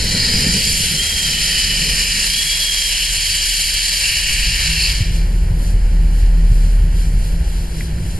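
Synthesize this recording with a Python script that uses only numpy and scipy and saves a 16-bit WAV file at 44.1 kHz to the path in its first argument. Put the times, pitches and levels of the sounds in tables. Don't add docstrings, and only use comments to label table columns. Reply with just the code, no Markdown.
import sys
import numpy as np
from scipy.fft import rfft, irfft, next_fast_len
from scipy.io import wavfile

SR = 44100
rng = np.random.default_rng(int(sys.argv[2]) if len(sys.argv) > 2 else 0)


def dump_mix(stems):
    frames = np.atleast_2d(stems).T
    limited = np.clip(frames, -1, 1)
    pcm = np.round(limited * 32767).astype(np.int16)
    wavfile.write(sys.argv[1], SR, pcm)


N = 361163
TIME = np.arange(N) / SR
SIZE = next_fast_len(N + 4096)
FREQ = np.maximum(np.fft.rfftfreq(SIZE, 1 / SR), 1)
CUTOFF_HZ = 12000


def from_db(db):
    return 10 ** (np.asarray(db) / 20)


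def rms_one(x):
    return x / np.sqrt(np.mean(x ** 2) + 1e-20)


def in_time(rows):
    s, value = np.transpose(rows)
    return np.interp(TIME, s, value)


def swells(rows, floor_db):
    power = from_db(floor_db) ** 2
    for top_s, length_s, level_db in rows:
        distance = 2 * (TIME - top_s) / length_s
        power = power + from_db(level_db) ** 2 * .5 ** (distance ** 2)
    return 10 * np.log10(power)


def colour(points):
    hz, db = np.transpose(points)
    return from_db(np.interp(np.log(FREQ), np.log(hz), db))


def low_passed(x, corner_hz):
    return irfft(rfft(x, SIZE) / (1 + (FREQ / corner_hz) ** 4), SIZE)[:, :N]


def white():
    return rfft(rng.standard_normal(SIZE))


def drift(rate):
    return rms_one(irfft(white() / (1 + (FREQ / rate) ** 2), SIZE)[:N])


def stereo_noise(spectrum, side_db):
    gain = colour(spectrum) * (FREQ < CUTOFF_HZ)
    mid = irfft(white() * gain, SIZE)[:N]
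    side = irfft(white() * gain * colour(side_db), SIZE)[:N]
    return np.array([mid + side, mid - side]) / np.std(mid)


def narrow_noise(hz, width_hz):
    phase = 2 * np.pi * np.cumsum(hz * np.ones(N)) / SR
    return rms_one(drift(width_hz) * np.cos(phase) + drift(width_hz) * np.sin(phase))


def turbulent(x, brightness, flutter_db, flutter_rate, count=8):
    spectrum = rfft(x, SIZE)
    centres = np.geomspace(1000, 11000, count)
    out = 0
    for hz, own in zip(centres, np.eye(count)):
        weight = np.interp(np.log(FREQ), np.log(centres), own)
        band = irfft(spectrum * weight, SIZE)[:, :N]
        octaves = np.log2(max(hz, 1800) / 4200)
        out = out + band * from_db(brightness * octaves + flutter_db * drift(flutter_rate))
    return out


SHUT_S, CLOSING_S = 4.886, .46
SHUT_DROP_DB, SHUT_DULLING = 28, 5.1


def valve_shut():
    return np.clip((TIME - SHUT_S) / CLOSING_S, 0, 1)


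# freq_hz [Hz], density_db [relative dB per Hz]
JET_SPECTRUM = [(300, -26), (700, -18), (1200, -8), (1550, -7.5), (1900, -6.5), (2500, -10.5), (3050, 1),
                (4200, 1), (5200, -2.5), (6600, -7), (9600, -7.5), (12000, -13)]
# freq_hz [Hz], side_minus_mid_db [dB]
JET_SPREAD = [(60, -23), (300, -21), (700, -8.5), (1300, -11.5), (3000, -12.5), (5000, -7), (7000, 0.5),
              (11000, -8.5)]
# freq_hz [Hz], width_hz [Hz], boost_db [dB]
CASING_RESONANCES = [(1120, 500, 1), (1853, 160, 4.5), (2358, 270, 7.5), (2804, 38, 3.5), (4530, 76, -1.5),
                     (5200, 130, 1.5)]
# top_s [s], length_s [s], level_db [dB before trim]
JET_SURGES = [(.42, 0.35, -24), (.87, .15, -26), (1.55, 0.15, -24.5), (2.08, 0.3, -24), (4.84, 0.051, -29)]
# [dB per octave, before the valve's dulling]
PLUME_BRIGHTNESS = [(0, -.3), (.45, -0.4), (.7, 3), (1.1, 1), (2.1, 0.4), (2.35, 1.8), (3.95, 1.9),
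                    (4.3, 0.5), (4.85, -1)]
# time_s [s], delay_ms [ms]
PLATFORM_BOUNCE = [(0, 1.9), (.4, 2.37), (.85, 1.45), (2.2, 1.73), (3.2, 1.795), (5, 1.75)]
JET_DB, JET_TRIM_DB = -19.5, -2.5
OPENING_DB, OPENING_S = 1.5, 0.63


def safety_valve():
    shut = valve_shut()
    opening_db = -OPENING_DB * np.maximum(1 - TIME / OPENING_S, 0)
    level_db = swells(JET_SURGES, floor_db=JET_DB) + opening_db - SHUT_DROP_DB * shut
    roughness_db = 0.45 * drift(6.7) + 0.9 * drift(64)
    brightness = in_time(PLUME_BRIGHTNESS) - SHUT_DULLING * shut
    casing_db = sum(boost_db / (1 + (2 * (FREQ - hz) / width_hz) ** 2)
                    for hz, width_hz, boost_db in CASING_RESONANCES)
    noise = stereo_noise(JET_SPECTRUM, JET_SPREAD)
    jet = irfft(rfft(noise, SIZE) * from_db(casing_db), SIZE)[:, :N]
    jet = turbulent(jet, brightness, flutter_db=0.98, flutter_rate=9.7)
    jet = jet * from_db(level_db + JET_TRIM_DB + roughness_db)
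    scattered = low_passed(jet, corner_hz=3470)
    bounce_time = TIME - in_time(PLATFORM_BOUNCE) / 1000
    bounce = np.array([np.interp(bounce_time, TIME, side) for side in scattered])
    return jet + from_db(-11.0) * bounce


SCOOP_SHARE, SCOOP_S = .12, .075
WHISTLE_ATTACK_S, WHISTLE_FADE_DB_PER_S, WHISTLE_RELEASE_S = 0.084, 3, 0.077


def edge_tone(row, waver, steadiness, clear_width_hz, breathy_width_hz):
    start_s, length_s, pitch_hz, sag, level_db, clarity = row
    age = np.maximum(TIME - start_s, 0)
    scoop = 1 - SCOOP_SHARE * np.exp(-age / SCOOP_S)
    hz = pitch_hz * scoop - sag * age + waver
    sine = np.sin(2 * np.pi * np.cumsum(hz) / SR)
    line = rms_one(steadiness * sine + narrow_noise(hz, clear_width_hz))
    rush = narrow_noise(hz, breathy_width_hz)
    tone = np.sqrt(clarity) * line + np.sqrt(1 - clarity) * rush
    attack = np.minimum(age / WHISTLE_ATTACK_S, 1)
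    release = np.exp(-np.maximum(age - length_s, 0) / WHISTLE_RELEASE_S)
    return from_db(level_db - WHISTLE_FADE_DB_PER_S * age) * attack * release * tone


# start_s [s], length_s [s], pitch_hz [Hz], sag [Hz per s],
# level_db [dB before fade and flutter], clarity [0-1]
EDGE_TONES = [(-.15, 0.41, 4250, 49.5, -25, 0.13), (.13, 0.59, 5165, 900, -26, .35),
              (0.501, .4, 3238, 31, -25.5, 0.1), (0.919, 0.33, 3360, 520, -22, 1),
              (1.25, 0.98, 3170, 400, -25.5, 0.33), (1.45, 0.9, 5040, 149.5, -29, 0.1),
              (2.27, 0.59, 3420, 370, -20, .9), (2.855, 1.13, 3194, 40, -25, .15),
              (3.1, 1.8, 4640, 0, -30, .3), (3.958, 0.91, 2904, 220, -26.5, 0.34),
              (4.739, 0.12, 4710, 0, -24, 0.04)]


def whistles(waver_hz, flutter_db):
    waver = waver_hz * drift(60.1)
    tones = sum(edge_tone(row, waver, steadiness=1.76, clear_width_hz=63, breathy_width_hz=430)
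                for row in EDGE_TONES)
    return tones * from_db(flutter_db * drift(10) - SHUT_DROP_DB * valve_shut())


# multiple [of its pitch], level_db [relative dB]
DRONE_PARTIALS = [(1, -3), (2, -24)]
# top_s [s], length_s [s], level_db [dB before trim]
DRONE_RISES = [(.3, 0.8, -31.5), (1.9, 0.6, -25), (3.45, 1.6, -28), (4.47, 0.21, -23), (5.3, 0.47, -16.5),
               (6.4, 1.26, -9.5)]
DRONE_HZ, DRONE_IDLE_DB, DRONE_TRIM_DB = 39.44, -39.5, -5.5


def engine_drone():
    drone_db = swells(DRONE_RISES, floor_db=DRONE_IDLE_DB)
    phase = 2 * np.pi * np.cumsum(DRONE_HZ + 0.8 * drift(9.5)) / SR
    tone = sum(from_db(db) * np.sin(multiple * phase) for multiple, db in DRONE_PARTIALS)
    unsettled = np.clip((drone_db.max() - drone_db) / 7, .3, 1)
    throb = 1 + .28 * unsettled * narrow_noise(hz=14, width_hz=7)
    return from_db(drone_db + DRONE_TRIM_DB) * throb * rms_one(tone)


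# freq_hz [Hz], width_hz [Hz], level_db [relative dB]
HOLLOW_RESONANCES = [(54, 4.9, 5.5), (161.8, 5, 4), (349.7, 19, -15)]
# time_s [s], level_db [dB before trim]
HUM_RISE = [(2.6, -51.5), (4.3, -50), (4.8, -37), (8.19, -36)]


def hollow_hum():
    hum = sum(from_db(db) * narrow_noise(hz, width_hz) for hz, width_hz, db in HOLLOW_RESONANCES)
    return from_db(in_time(HUM_RISE) - 2.0) * hum


# time_s [s], level_db [relative dB]
SURROUNDINGS_LEVEL = [(0, 4), (1, -2), (2.6, -12.5), (4, -11), (4.8, -8.5), (5.2, 2.5), (8.19, 1.5)]
# freq_hz [Hz], density_db [relative dB per Hz]
YARD_SPECTRUM = [(200, 3.5), (300, 1.5), (450, 0.5), (700, -2.5), (1300, 1.5), (2200, -10)]
# freq_hz [Hz], side_minus_mid_db [dB]
YARD_SPREAD = [(150, -11), (300, -14.5), (700, -12), (1300, -11), (3000, -5.5), (5000, -5), (7000, 1.5),
               (11000, -5.5)]


def yard_wash():
    wash = low_passed(stereo_noise(YARD_SPECTRUM, YARD_SPREAD), corner_hz=2780)
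    return from_db(in_time(SURROUNDINGS_LEVEL) - 39 + .5 * drift(25)) * wash


# freq_hz [Hz], density_db [relative dB per Hz]
LEAK_SPECTRUM = [(600, -14), (1500, 1.5), (2300, -1.5), (3300, 7.5), (4500, 5), (6500, 1), (9500, 3.5),
                 (12000, 0.5)]
# top_s [s], length_s [s], level_db [dB before trim]
LEAK_WAVERS = [(5.16, 0.065, -35.5), (5.33, 0.15, -44), (5.66, 0.1, -38.5), (6.19, 0.13, -42),
               (6.65, .24, -41.5), (7.02, .11, -38.5), (7.26, .16, -40.5), (7.57, 0.22, -41),
               (7.81, 0.11, -36.5), (8.11, 0.17, -40.5)]
SEEP_DB, LEAK_TRIM_DB = -44.5, -2.5


def steam_leak():
    leak_db = swells(LEAK_WAVERS, floor_db=SEEP_DB)
    noise = stereo_noise(LEAK_SPECTRUM, YARD_SPREAD)
    leak = turbulent(noise, brightness=0, flutter_db=0.9, flutter_rate=8.5)
    return from_db(leak_db + LEAK_TRIM_DB) * leak


# freq_hz [Hz], density_db [relative dB per Hz]
BREEZE_SPECTRUM = [(12, 4.5), (25, 2), (60, 7), (100, -1.5), (150, -8), (220, -17), (350, -35), (700, -81)]
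# freq_hz [Hz], density_db [relative dB per Hz]
GUST_SPECTRUM = [(80, -12), (150, 5.5), (215, 4), (300, -13.5), (480, -6), (700, -24), (1500, -33)]
# freq_hz [Hz], side_minus_mid_db [dB]
WIND_SPREAD = [(30, -4), (120, -9.5), (300, -16.5)]
# top_s [s], length_s [s], rumble_db [dB], rush_db [dB]
WIND_GUSTS = [(0.153, 0.18, -43, -31.5), (0.436, .2, -29, -28.5), (0.844, 0.85, -49, -37.5),
              (1.897, 0.54, -38, -37), (3.248, 0.4, -39, -62), (4.445, 0.36, -29, -65),
              (5.6, 1.2, -28.5, -45.5), (7.047, 0.58, -25.5, -55), (8.1, 0.43, -26.5, -47)]
# start_s [s], level_db [relative dB], pitch_hz [Hz]
AIR_BUFFETS = [(0.196, -15, 99), (0.338, -14.5, 184), (.385, -13, 230), (0.466, -8, 222), (0.804, -15, 161),
               (5.005, -3.5, 100.6), (5.102, -8.5, 93), (5.508, -7.5, 105), (5.732, -7.5, 89.8),
               (6.512, -6, 105), (6.837, -7.5, 81)]
BREEZE_DB = -31.5


def wind():
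    rumbles = [(s, length_s, rumble_db) for s, length_s, rumble_db, _ in WIND_GUSTS]
    rushes = [(s, length_s, rush_db) for s, length_s, _, rush_db in WIND_GUSTS]
    breeze_db = swells(rumbles, floor_db=BREEZE_DB + in_time(SURROUNDINGS_LEVEL))
    gust_db = swells(rushes, floor_db=-68)
    out = from_db(breeze_db + 1.1 * drift(21)) * stereo_noise(BREEZE_SPECTRUM, WIND_SPREAD)
    out = out + from_db(gust_db + 2.6 * drift(12.0)) * stereo_noise(GUST_SPECTRUM, WIND_SPREAD)
    for start_s, level_db, pitch_hz in AIR_BUFFETS:
        cycles = np.maximum(TIME - start_s, 0) * pitch_hz
        envelope = cycles * np.exp(-1.8 * cycles)
        out = out - from_db(level_db + 5.5) * envelope * np.sin(2 * np.pi * cycles)
    return out


# freq_hz [Hz], width_hz [Hz], level_db [dB at the envelope's top]
CLICK_MODES = [(1640, 360, -25), (2000, 220, -25.5), (2310, 230, -29)]
CLICK_S = 7.807


def click():
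    age = np.maximum(TIME - CLICK_S, 0)
    out = 0
    for hz, width_hz, level_db in CLICK_MODES:
        swell = np.pi * width_hz * age
        out = out + from_db(level_db) * swell * np.exp(1 - swell) * np.sin(2 * np.pi * hz * age)
    return out


def off_centre(x, lead_us):
    lead = np.exp(1j * np.pi * FREQ * lead_us / 10 ** 6)
    return irfft(rfft(x, SIZE) * [lead, lead.conj()], SIZE)[:, :N]


def scene():
    whistle_balance = from_db([[-1.0], [1.0]])
    steam = safety_valve() + whistles(waver_hz=19.96, flutter_db=0.8) * whistle_balance
    surroundings = hollow_hum() + yard_wash() + steam_leak()
    return off_centre(steam + surroundings, lead_us=6.5) + engine_drone() + wind() + click()


WIDENER_HZ = 2400


def record(dry):
    spectrum = rfft(dry, SIZE)
    crossfeed = from_db(-1.63) * np.exp(-2j * np.pi * FREQ / WIDENER_HZ)
    low_pass = 1 / np.sqrt(1 + (FREQ / CUTOFF_HZ) ** 400)
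    widened = spectrum + crossfeed * spectrum[::-1]
    return irfft(widened * low_pass, SIZE)[:, :N]


dry = scene()
out = record(dry)
dump_mix(out)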